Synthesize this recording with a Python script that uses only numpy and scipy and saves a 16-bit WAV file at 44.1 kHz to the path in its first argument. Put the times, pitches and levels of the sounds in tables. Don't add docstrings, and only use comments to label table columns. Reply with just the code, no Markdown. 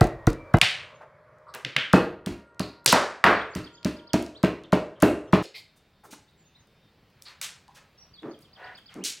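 import sys
import numpy as np
from scipy import signal
from scipy.fft import rfft, irfft, next_fast_len
from scipy.io import wavfile
from scipy.ndimage import uniform_filter1d

SR = 44100
rng = np.random.default_rng(int(sys.argv[2]) if len(sys.argv) > 2 else 0)


def materialize(psi):
    bounded = np.clip(np.atleast_2d(psi).T, -1, 1)
    quanta = np.round(bounded * 32767).astype(np.int16)
    wavfile.write(sys.argv[1], SR, quanta)


def volts(x):
    e = np.asarray(x, float) / 20
    return 10 ** e


N = 405700

CUTS = [0, .586, 5.427, N / SR]
# start_s [s], thud_peak_db [dB], then knock_db and splat_db [dB re thud], echo_db [dB]
BLOWS = [(0.009, -0.5, -14.5, -15, -2.5), (0.269, -0.5, -19, -16, -6), (0.538, 0, -13, -29, -5),
         (1.93, -1.5, -6.5, -12, 0), (2.261, -19.5, -27, -2.5, 1), (2.595, -16.5, -13, -2.5, -2),
         (2.922, -12, 2, 1, -0.5), (3.241, -16.5, 1.5, -25, 10), (3.551, -19, -29, -4.5, 2.5),
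         (3.847, -13.5, -30, -5.5, -1.5), (4.133, -8.5, -13, -4.5, -3), (4.43, -4.5, -17.5, -19, -2.5),
         (4.722, -6, -7, -19.5, -3), (5.021, -3, -10.5, -20.5, -0.5), (5.326, -2, -10, -25.5, -1.5)]


def evened(x):
    return x / np.sqrt(np.mean(x ** 2) + 1e-20)


def read(points, hz):
    f, value = np.transpose(points)
    return np.interp(np.log(hz + 1), np.log(f + 1), value)


def add(mix, s, sound):
    part = mix[round(s * SR):][:len(sound)]
    part += sound[:len(part)]


def seconds(length):
    return np.arange(int(length * SR)) / SR


def bell(hz, octaves, size):
    f = np.fft.rfftfreq(size, 1 / SR) + 1
    off = np.log2(f / hz) / octaves
    return np.exp(-.5 * off ** 2) + 0.051 * np.exp(-.5 * (off / 2.5) ** 2)


def band_noise(count, hz, octaves):
    size = 2 * next_fast_len(max(count, 4096) // 2 + 1)
    spectrum = rfft(rng.standard_normal(size)) * bell(hz, octaves, size)
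    return evened(irfft(spectrum))[:count]


def ring(modes, t, detune, spread_db):
    total = np.zeros(len(t))
    for hz, db, t60 in modes:
        stronger, sharper, phase = rng.standard_normal(3)
        decay = volts(db + spread_db * stronger - 60 * t / t60)
        total += decay * np.sin(2 * np.pi * hz * (1 + detune * sharper) * t + 0.49 * phase)
    return total


def click(hz, octaves, like):
    pulse = np.roll(irfft(bell(hz, octaves, 2048)), 128)[:256] * np.hanning(256)
    return pulse * np.linalg.norm(like) / np.linalg.norm(pulse)


def echoes(x, decays, gap, build, channels=1, colour=None, panels=()):
    space_sizes = [0.83, 1.118, 0.88]
    # frequency_hz [Hz], level_db [dB]
    usual_colour = [(60, -10.5), (300, 8.5), (1000, 2), (3000, 1.5), (8000, 0.5), (15000, -4)]
    out = np.zeros((channels, N))
    for start_s, end_s, space in zip(CUTS, CUTS[1:], space_sizes):
        a, b = round(start_s * SR), round(end_s * SR)
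        if not x[a:b].any():
            continue
        shape = (channels, SR // 2)
        taps = rng.choice([-1., 1.], shape) * (rng.random(shape) < .1)
        hz, t, z = signal.stft(taps, SR, nperseg=512)
        tint = read(colour or usual_colour, hz)
        for panel_hz, octaves, db in panels:
            tint = tint + db * np.exp(-.5 * (np.log2((hz + 1) / panel_hz) / octaves) ** 2)
        z = z * volts(tint[:, None] - 60 * t / (space * read(decays, hz)[:, None]))
        tail = signal.istft(z, SR, nperseg=512)[1][:, :SR // 2]
        tail *= 1 - np.exp(-np.maximum(seconds(.5) - gap, 0) / build)
        tail /= np.linalg.norm(tail[0])
        out[:, a:b] = signal.oaconvolve(x[None, a:b], tail, axes=1)[:, :b - a]
    return out


def air():
    # frequency_hz [Hz], density_db [dB per Hz]
    air_spectra = [
        [(18, -61.5), (30, -42.5), (125, -2), (200, -19.5), (345, -17.5), (600, -2.5), (740, -19), (1100, -9.5),
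         (1600, -17), (2250, -22), (2700, -35), (4500, -38.5), (7000, -47), (16000, -54.5)],
        [(18, -38), (30, -8.5), (149, -1), (266, -11.5), (400, -12), (1460, -17.5), (2600, -19.5), (4800, -23),
         (6550, -35.5), (12000, -39.5), (16000, -34)],
    ]
    # time_s [s], level_db [dB]
    air_levels = [(0, -40), (.58, -40), (.62, -38.5), (1.1, -47.5), (1.5, -47.5), (2.2, -52.5), (3.8, -53),
                  (5.4, -45), (5.449, -56), (7.5, -53), (8.501, -52.5), (9.2, -54)]
    # frequency_hz [Hz], correlation [0 to 1]
    likeness = [(50, 0.99), (500, 1), (2000, .999), (4500, 0.97), (8000, 0.47)]
    frames, hz = N // 256 + 5, np.fft.rfftfreq(1024, 1 / SR)
    a, b, c, d, patches = rng.standard_normal((frames, 513, 5)).T
    patches = evened(uniform_filter1d(uniform_filter1d(patches, 10, 0), 14, 1))
    t = np.arange(frames) * 256 / SR
    same = np.clip(read(likeness, hz), -1, 1)[:, None]
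    left, other = a + 1j * b, c + 1j * d
    z = np.array([left, same * left + np.sqrt(1 - same ** 2) * other])
    colours = [volts(read(points, hz)) for points in air_spectra]
    early, late = [colour[:, None] / np.sqrt(np.mean(colour[2:70] ** 2)) for colour in colours]
    z *= np.where(t < CUTS[2], early, late) * volts(1.4 * patches)
    level = volts(np.interp(np.arange(N) / SR, *np.transpose(air_levels)))
    return volts(-26.0) * level * signal.istft(z, nperseg=1024, noverlap=768)[1][:, :N]


def whine():
    # start_s [s], end_s [s], pitch_hz [Hz], level_db [dB rms]
    far_tones = [(.08, .27, 1879, -60), (.31, .535, 2335, -59.5), (.35, .535, 947, -62),
                 (.548, .586, 2950, -43), (.55, .566, 3900, -47), (.7, 1.6, 610, -63),
                 (1.95, 4.5, 947, -65), (1.95, 4.4, 1405, -64), (1.95, 3.9, 1879, -74),
                 (5.62, 6.15, 3644, -76), (6.3, 6.36, 3644, -75), (6.44, 6.62, 3644, -75),
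                 (6.66, 6.92, 3644, -76)]
    out = np.zeros(N)
    for start, end, hz, db in far_tones:
        t = seconds(end - start)
        waver = evened(uniform_filter1d(uniform_filter1d(rng.standard_normal(len(t)), 1500), 1500))
        tone = np.sqrt(2) * np.sin(2 * np.pi * hz * t + .4 * waver)
        tone *= volts(db + 2.5 * waver)
        add(out, start, tone * signal.windows.tukey(len(t), .2))
    return out


def note(shape):
    s, hz, db = np.transpose(shape)
    t = s[0] + seconds(s[-1] - s[0])
    quiver = 1 + .01 * band_noise(len(t), 150, 1.0)
    mistuning = 1 + .01 * rng.standard_normal()
    pitch_hz = np.interp(t, s, hz) * quiver * mistuning
    tone = np.sin(2 * np.pi * np.cumsum(pitch_hz) / SR)
    return np.sqrt(2) * volts(np.interp(t, s, db)) * tone * signal.windows.tukey(len(t), .3)


def birds():
    # time_s [s], pitch_hz [Hz], level_db [dB]
    rise_shape = [(-.021, 4100, -12), (-.013, 4700, -7), (-.006, 5250, -11)]
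    fall_shape = [(-.003, 5100, -14), (.001, 3700, -16), (.007, 3500, -11), (.014, 3150, -6),
                  (.018, 2900, -9)]
    lead_shape = [(0, 4800, 0.5), (.025, 4110, -14), (.045, 3280, -15), (.06, 3370, -1), (.066, 3900, -8),
                  (.078, 3400, -24)]
    # first_trill_s [s], beat_s [s], trill_db [dB], lead_db [dB]
    phrases = [
        (3.553, .1075, -50, -44.5),
        (8.331, .1095, -52, -51),
    ]
    # start_s [s], length_s [s], from_hz [Hz], to_hz [Hz], level_db [dB]
    peeps = [(1.468, .04, 8100, 7770, -77.5), (2.44, .085, 8100, 7760, -83),
             (4.345, 0.041, 2740, 5030, -54), (4.334, 0.13, 7950, 7600, -85), (6.194, .07, 7550, 7300, -78),
             (6.273, 0.032, 3526, 4030, -70.5), (6.367, 0.065, 7390, 6940, -71),
             (6.546, 0.029, 3395, 4160, -62.5), (7.974, 0.041, 5700, 5780, -60),
             (7.982, .008, 5600, 4300, -64), (8.008, 0.036, 5700, 5430, -59),
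             (8.021, .009, 5500, 4100, -61), (8.036, 0.028, 5720, 5760, -64.5),
             (9.002, 0.061, 2100, 4110, -57)]
    # start_s [s], from_hz [Hz], level_db [dB]
    drops = [(.94, 7000, -73), (3.496, 7600, -66), (3.724, 7360, -65), (6.45, 7070, -71),
             (6.585, 7000, -73), (8.29, 6800, -72), (5.27, 6400, -74)]
    song = np.zeros(N)
    for (start, beat, trill_db, lead_db), count in zip(phrases, [7, 6]):
        add(song, start - .198, volts(lead_db) * note(lead_shape))
        for s in start + beat * np.arange(count):
            gain = volts(trill_db + 2 * rng.standard_normal())
            add(song, s + rise_shape[0][0], gain * note(rise_shape))
            add(song, s, gain * note(fall_shape))
    dropping = [(s, .04, hz, .86 * hz, db) for s, hz, db in drops]
    for s, length, from_hz, to_hz, db in peeps + dropping:
        middle = (length / 2, (from_hz + to_hz) / 2, db)
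        add(song, s, note([(0, from_hz, db - 10.0), middle, (length, to_hz, db - 7.5)]))
    late = np.roll(song, 3)
    trees = echoes(song, [(1000, 0.38), (8000, 0.32)], gap=0.0051, build=0.00334, channels=2)
    return np.array([volts(4.5) * song, volts(5.5) * late]) + volts(-1.5) * trees


def wood():
    # start_s [s], peak_db [dB], centre_hz [Hz], width [octaves], echo_db [dB]
    snaps = [(.614, 6.5, 2700, .55, -6), (.614, -13.5, 7400, .5, -3.5), (1.539, -28, 2500, 1.2, -6),
             (1.648, -12, 2496, .6, -7), (1.651, -24, 2700, .12, -9.5), (1.764, -1, 2220, .6, -6.5),
             (1.764, -19, 3120, .13, 6.5), (1.764, -27.5, 1650, .16, 4.5), (2.604, -20, 4300, .16, -2),
             (2.86, 0, 2405, 1.5, -7), (2.861, -0.5, 4600, .9, -2), (2.877, -5, 4300, .4, 2),
             (2.927, 3, 1000, .9, -3), (3.24, 6, 1350, .65, -1.5), (3.24, -17, 3900, .35, 3),
             (2.926, -10, 10000, .4, -12), (2.861, -17, 460, .3, 0), (1.541, -28, 1500, .2, -3),
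             (5.454, -29, 4330, .23, -5), (7.414, -17.5, 4100, 1.3, 4), (9.039, -18.5, 5000, .8, 9.5)]
    # start_s [s], peak_db [dB], centre_hz [Hz]
    ticks = [(1.385, -59, 5000), (1.548, -25, 9150), (1.566, -46, 9100), (2.546, -55, 4032),
             (3.421, -47, 4970), (4.142, -19, 4900), (4.225, -28, 6000), (4.263, -31, 4000),
             (4.636, -40.5, 3500), (4.732, -22, 4500), (5.002, -33.5, 5000), (5.023, -11, 9500),
             (5.776, -57, 7000), (6.672, -57.5, 8000), (7.102, -60, 7950), (7.222, -29.5, 6540),
             (7.68, -43, 4030), (8.232, -32, 1200), (8.941, -35.5, 6000), (8.39, -46, 8000),
             (8.776, -54, 8000), (9.049, -28, 5000), (0.584, -36, 5000), (2.845, -40, 12000),
             (2.273, -36, 9000), (2.607, -36, 7000), (3.312, -36, 11000), (3.241, -19, 12300),
             (3.56, -34, 11000), (6.31, -60.5, 8970), (.03, -37, 2800), (3.248, -30, 11000),
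             (3.83, -35, 2570), (3.855, -27, 1900), (4.439, -24, 2670), (4.448, -30, 6000),
             (5.033, -22, 4300), (5.337, -24, 2650), (5.357, -24, 2610), (8.223, -54, 4500),
             (8.601, -62, 9000), (.285, -30, 2000)]
    # after_blow_s [s], peak_db [dB]
    rebounds = [
        (.032, -30),
        (.061, -33),
    ]
    # start_s [s], level_db [dB rms], centre_hz
    # [Hz], length_ms [ms]
    dull_knocks = [(.614, -34.5, 128, 49), (.616, -27.5, 890, 38), (1.005, -46, 843, 50),
                   (1.645, -44.5, 300, 50), (1.76, -36, 400, 40), (1.54, -49.5, 403, 39),
                   (5.428, -47, 396, 56), (6.033, -51.5, 900, 44), (6.05, -58, 376, 74),
                   (6.125, -50.5, 250, 31), (6.125, -46.5, 1020, 27), (8.222, -37.5, 300, 108),
                   (8.225, -48.5, 862, 116), (8.56, -51, 680, 215), (8.561, -52.5, 1660, 266),
                   (8.95, -38.5, 250, 104), (8.95, -51, 890, 89), (1.935, -41, 70, 90),
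                   (2.265, -42, 70, 120), (3.555, -42, 60, 100), (2.93, -30, 400, 90), (1.94, -39, 350, 90),
                   (5.54, -62, 700, 80)]
    # start_s [s], level_db [dB rms], centre_hz [Hz], length_ms [ms]
    rustles = [(1.539, -38.5, 1240, 34), (5.427, -46, 2960, 39), (5.545, -56.5, 7800, 77),
               (5.758, -66.5, 7100, 38), (6.035, -59.5, 8730, 55), (6.105, -48.5, 4510, 55),
               (7.25, -51.5, 1780, 100), (7.744, -55, 3900, 56), (7.76, -56, 1200, 50),
               (8.771, -67, 7730, 33), (8.891, -55.5, 1500, 87), (9.043, -40, 4970, 95),
               (5.003, -50, 2500, 22), (8.402, -64, 10000, 40), (7.215, -62, 9000, 40)]
    # start_s [s], level_db [dB rms], centre_hz
    # [Hz], length_ms [ms]
    scuffs = [(1.465, -44, 1150, 52), (1.48, -67, 4380, 54), (5.54, -46, 2250, 46), (5.54, -45, 4370, 70),
              (5.54, -50, 3337, 73), (7.25, -48, 4320, 63), (7.678, -53, 895, 44), (1.642, -44, 130, 70),
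              (1.758, -38, 140, 60), (2.862, -38, 135, 60), (4.636, -55, 3300, 30), (4.95, -64, 3100, 55),
              (5.265, -66, 3100, 50)]
    # pitch_hz [Hz], level_db [dB rms]
    plank_tones = [(737.5, -52.5), (990.5, -54.5), (1470, -51.5), (1669, -54), (1830, -53), (1965, -55)]
    # frequency_hz [Hz], t60_s [s]
    yard_decays = [(100, 0.2), (500, 0.44), (1500, 0.49), (3500, 0.38), (8000, 0.36), (15000, 0.2)]
    dry, sends = np.zeros(N), np.zeros((3, N))

    # start s, peak dB, centre Hz, width octaves, length ms, echo dB
    cracks = [(s, db, hz, octaves, 3.93, echo_db) for s, db, hz, octaves, echo_db in snaps]
    cracks += [(s, db, hz, .75, 2.1, -7) for s, db, hz in ticks]
    for blow_s, *_ in BLOWS:
        for later, db in rebounds:
            if blow_s + later < CUTS[1]:
                cracks.append((blow_s + later, db, 6000, 0.66, 3.6, -21.5))
    for k, (s, db, hz, octaves, ms, echo_db) in enumerate(cracks):
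        u = seconds(3 * ms / 1000) * 1000 / ms
        burst = np.exp(-u ** 2) * np.minimum(u * 8, 1)
        snap = volts(db) * 0.34 * burst * band_noise(len(u), hz, octaves)
        add(dry, s, snap)
        add(sends[k % len(sends)], s, volts(echo_db) * click(hz, octaves, snap))

    # table, width octaves, echo dB
    for rubs, octaves, echo_db in [(dull_knocks, 0.66, -11.5), (rustles, 1, -5), (scuffs, 0.18, -8)]:
        for s, db, hz, ms in rubs:
            u = seconds(ms / 1000) * 1000 / ms
            rub = volts(db) * np.sin(np.pi * u ** 0.66) ** 1.2 * band_noise(len(u), hz, octaves)
            add(dry, s, rub)
            add(sends[0], s, volts(echo_db) * rub)

    t = seconds(0.22)
    hum = np.zeros(len(t))
    for hz, db in plank_tones:
        flutter = 1 + .5 * band_noise(len(t), 27, 1.0)
        hum += volts(db) * np.sin(2 * np.pi * (hz * t + rng.random())) * flutter
    add(dry, 8.57, 1.32 * hum * np.sin(np.pi * t / .2))
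    return dry + sum(echoes(send, yard_decays, gap=0.00043, build=0.008) for send in sends)


def blow(thud_db, knock_db, splat_db, rattle_db, board, squash):
    # pitch_hz [Hz], level_db [dB], t60_s [s]
    dish_modes = [(1040, -10, 0.17), (2190, -8, 0.1), (2600, -5, .07), (2760, -6, .07), (2930, -7, 0.07),
                  (4300, -16, 0.08)]
    t = seconds(.4)
    soft = np.clip((-thud_db - 9.5) / 3.5, 0, 1)
    board = [(hz, db - 3.7 * soft * np.log2(hz / 190), t60) for hz, db, t60 in board]
    squash = squash + 0.0003 * soft

    thud = ring(board, t, detune=.02, spread_db=1.5) * (1 - np.exp(-(t / 0.0031) ** 2))
    sweep_hz = 350 + 1600 * np.exp(-t / .004)
    knock = np.sin(2 * np.pi * np.cumsum(sweep_hz) / SR + 6 * rng.random())
    knock *= t / 0.0031 * np.exp(1 - t / 0.0031)
    knock += 0.37 * band_noise(len(t), 1100, 0.75) * np.exp(-t / 0.01) * (1 - np.exp(-t / 0.0012))
    chatter = np.exp(0.23 * band_noise(len(t), 120, 0.46))
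    rattle = ring(dish_modes, t, detune=0.0053, spread_db=-3.5)
    rattle += 1.6 * chatter * band_noise(len(t), 1300, 0.93) * np.exp(-t / 0.027)
    rattle *= 1 - np.exp(-(t / 0.003) ** 2)
    splat = band_noise(len(t), 3400, 1.0) * (1 - np.exp(-t / 0.00055))
    splat *= np.exp(-t / 0.0012) + 0.052 * np.exp(-t / 0.018)

    bright, deep = np.zeros(len(t)), np.zeros(len(t))
    add(bright, .65 * squash, volts(knock_db) * knock)
    add(bright, squash, volts(rattle_db) * rattle)
    sent = bright.copy()
    add(sent, 0, volts(splat_db) * click(3800, 1.0, splat))
    add(bright, 0, volts(splat_db) * splat)
    add(deep, squash, thud / abs(thud).max())
    fade = signal.windows.tukey(2 * len(t), .2)[len(t):]
    return volts(thud_db) * np.array([bright, deep, sent]) * fade


def mallet():
    # pitch_hz [Hz], level_db [dB], t60_s [s]
    near_modes = [(44.7, -11.5, 0.12), (119, 9.5, 0.029), (185, -6, 0.033), (330, -9, 0.096),
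                  (460, -10, 0.066), (720, 3, 0.021), (1108, -22, .05), (1385, -13.5, .04),
                  (2040, -23, 0.058)]
    far_modes = [(72.8, -27.5, 0.46), (119.5, -16, 0.23), (192.3, 7, 0.052), (250, 4, 0.05),
                 (300, -3.5, 0.14), (346.5, -11, 0.15), (415.5, -10.5, 0.14), (473, -9.5, 0.077),
                 (617, -1, 0.05), (770, -11, 0.024), (1000, -14.5, 0.042), (1315, -18, 0.029),
                 (1600, -20.5, 0.043)]
    # frequency_hz [Hz], t60_s [s]
    veranda_decays = [(60, 1), (160, 0.21), (420, 0.47), (1100, 0.36), (2900, 0.36), (7700, 0.27),
                      (15000, 0.33)]
    # frequency_hz [Hz], level_db [dB]
    veranda_colour = [(60, -10.5), (300, 8.5), (620, 3.5), (1000, 1), (2000, 1.5), (3400, 0), (8000, 0.5),
                      (15000, -5)]
    # pitch_hz [Hz], width [octaves], level_db [dB]
    humming_panels = [(300, .1, 2.5), (600, .12, 1), (1100, .1, 1), (2000, .1, 1.5), (2650, .14, 4),
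                      (4300, .15, 4.5)]
    dry, sends = np.zeros(N), np.zeros((3, N))
    for k, (s, *levels, echo_db) in enumerate(BLOWS):
        if s < CUTS[1]:
            parts = blow(*levels, rattle_db=-45.5, board=near_modes, squash=.0035)
        else:
            parts = blow(*levels, rattle_db=-25.5, board=far_modes, squash=.006)
        next_cut = min(c for c in CUTS if c > s)
        bright, deep, sent = parts[:, :round((next_cut - s) * SR)]
        add(dry, s, bright + deep)
        add(sends[k % len(sends)], s, volts(echo_db) * (sent + volts(-5.0) * deep))
    lean = volts(-33.0) * signal.lfilter(*signal.butter(1, 300, fs=SR), dry)
    veranda = sum(echoes(send, veranda_decays, gap=0.01, build=0.0022, colour=veranda_colour,
                         panels=humming_panels) for send in sends)
    return dry + np.array([-lean, lean]) + volts(-6.5) * veranda


def scene():
    return air() + whine() + birds() + wood() + mallet()


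def roll_off(x):
    return signal.sosfilt(signal.butter(12, 17150, fs=SR, output="sos"), x)


def record(dry):
    thin = signal.lfilter(*signal.butter(2, 32, "high", fs=SR), dry)
    limited = np.tanh(thin)
    edge = signal.firwin(255, 16400, fs=SR)[None]
    mix = signal.oaconvolve(limited, edge, "same")
    return roll_off(mix)


dry = scene()
out = record(dry)
materialize(out)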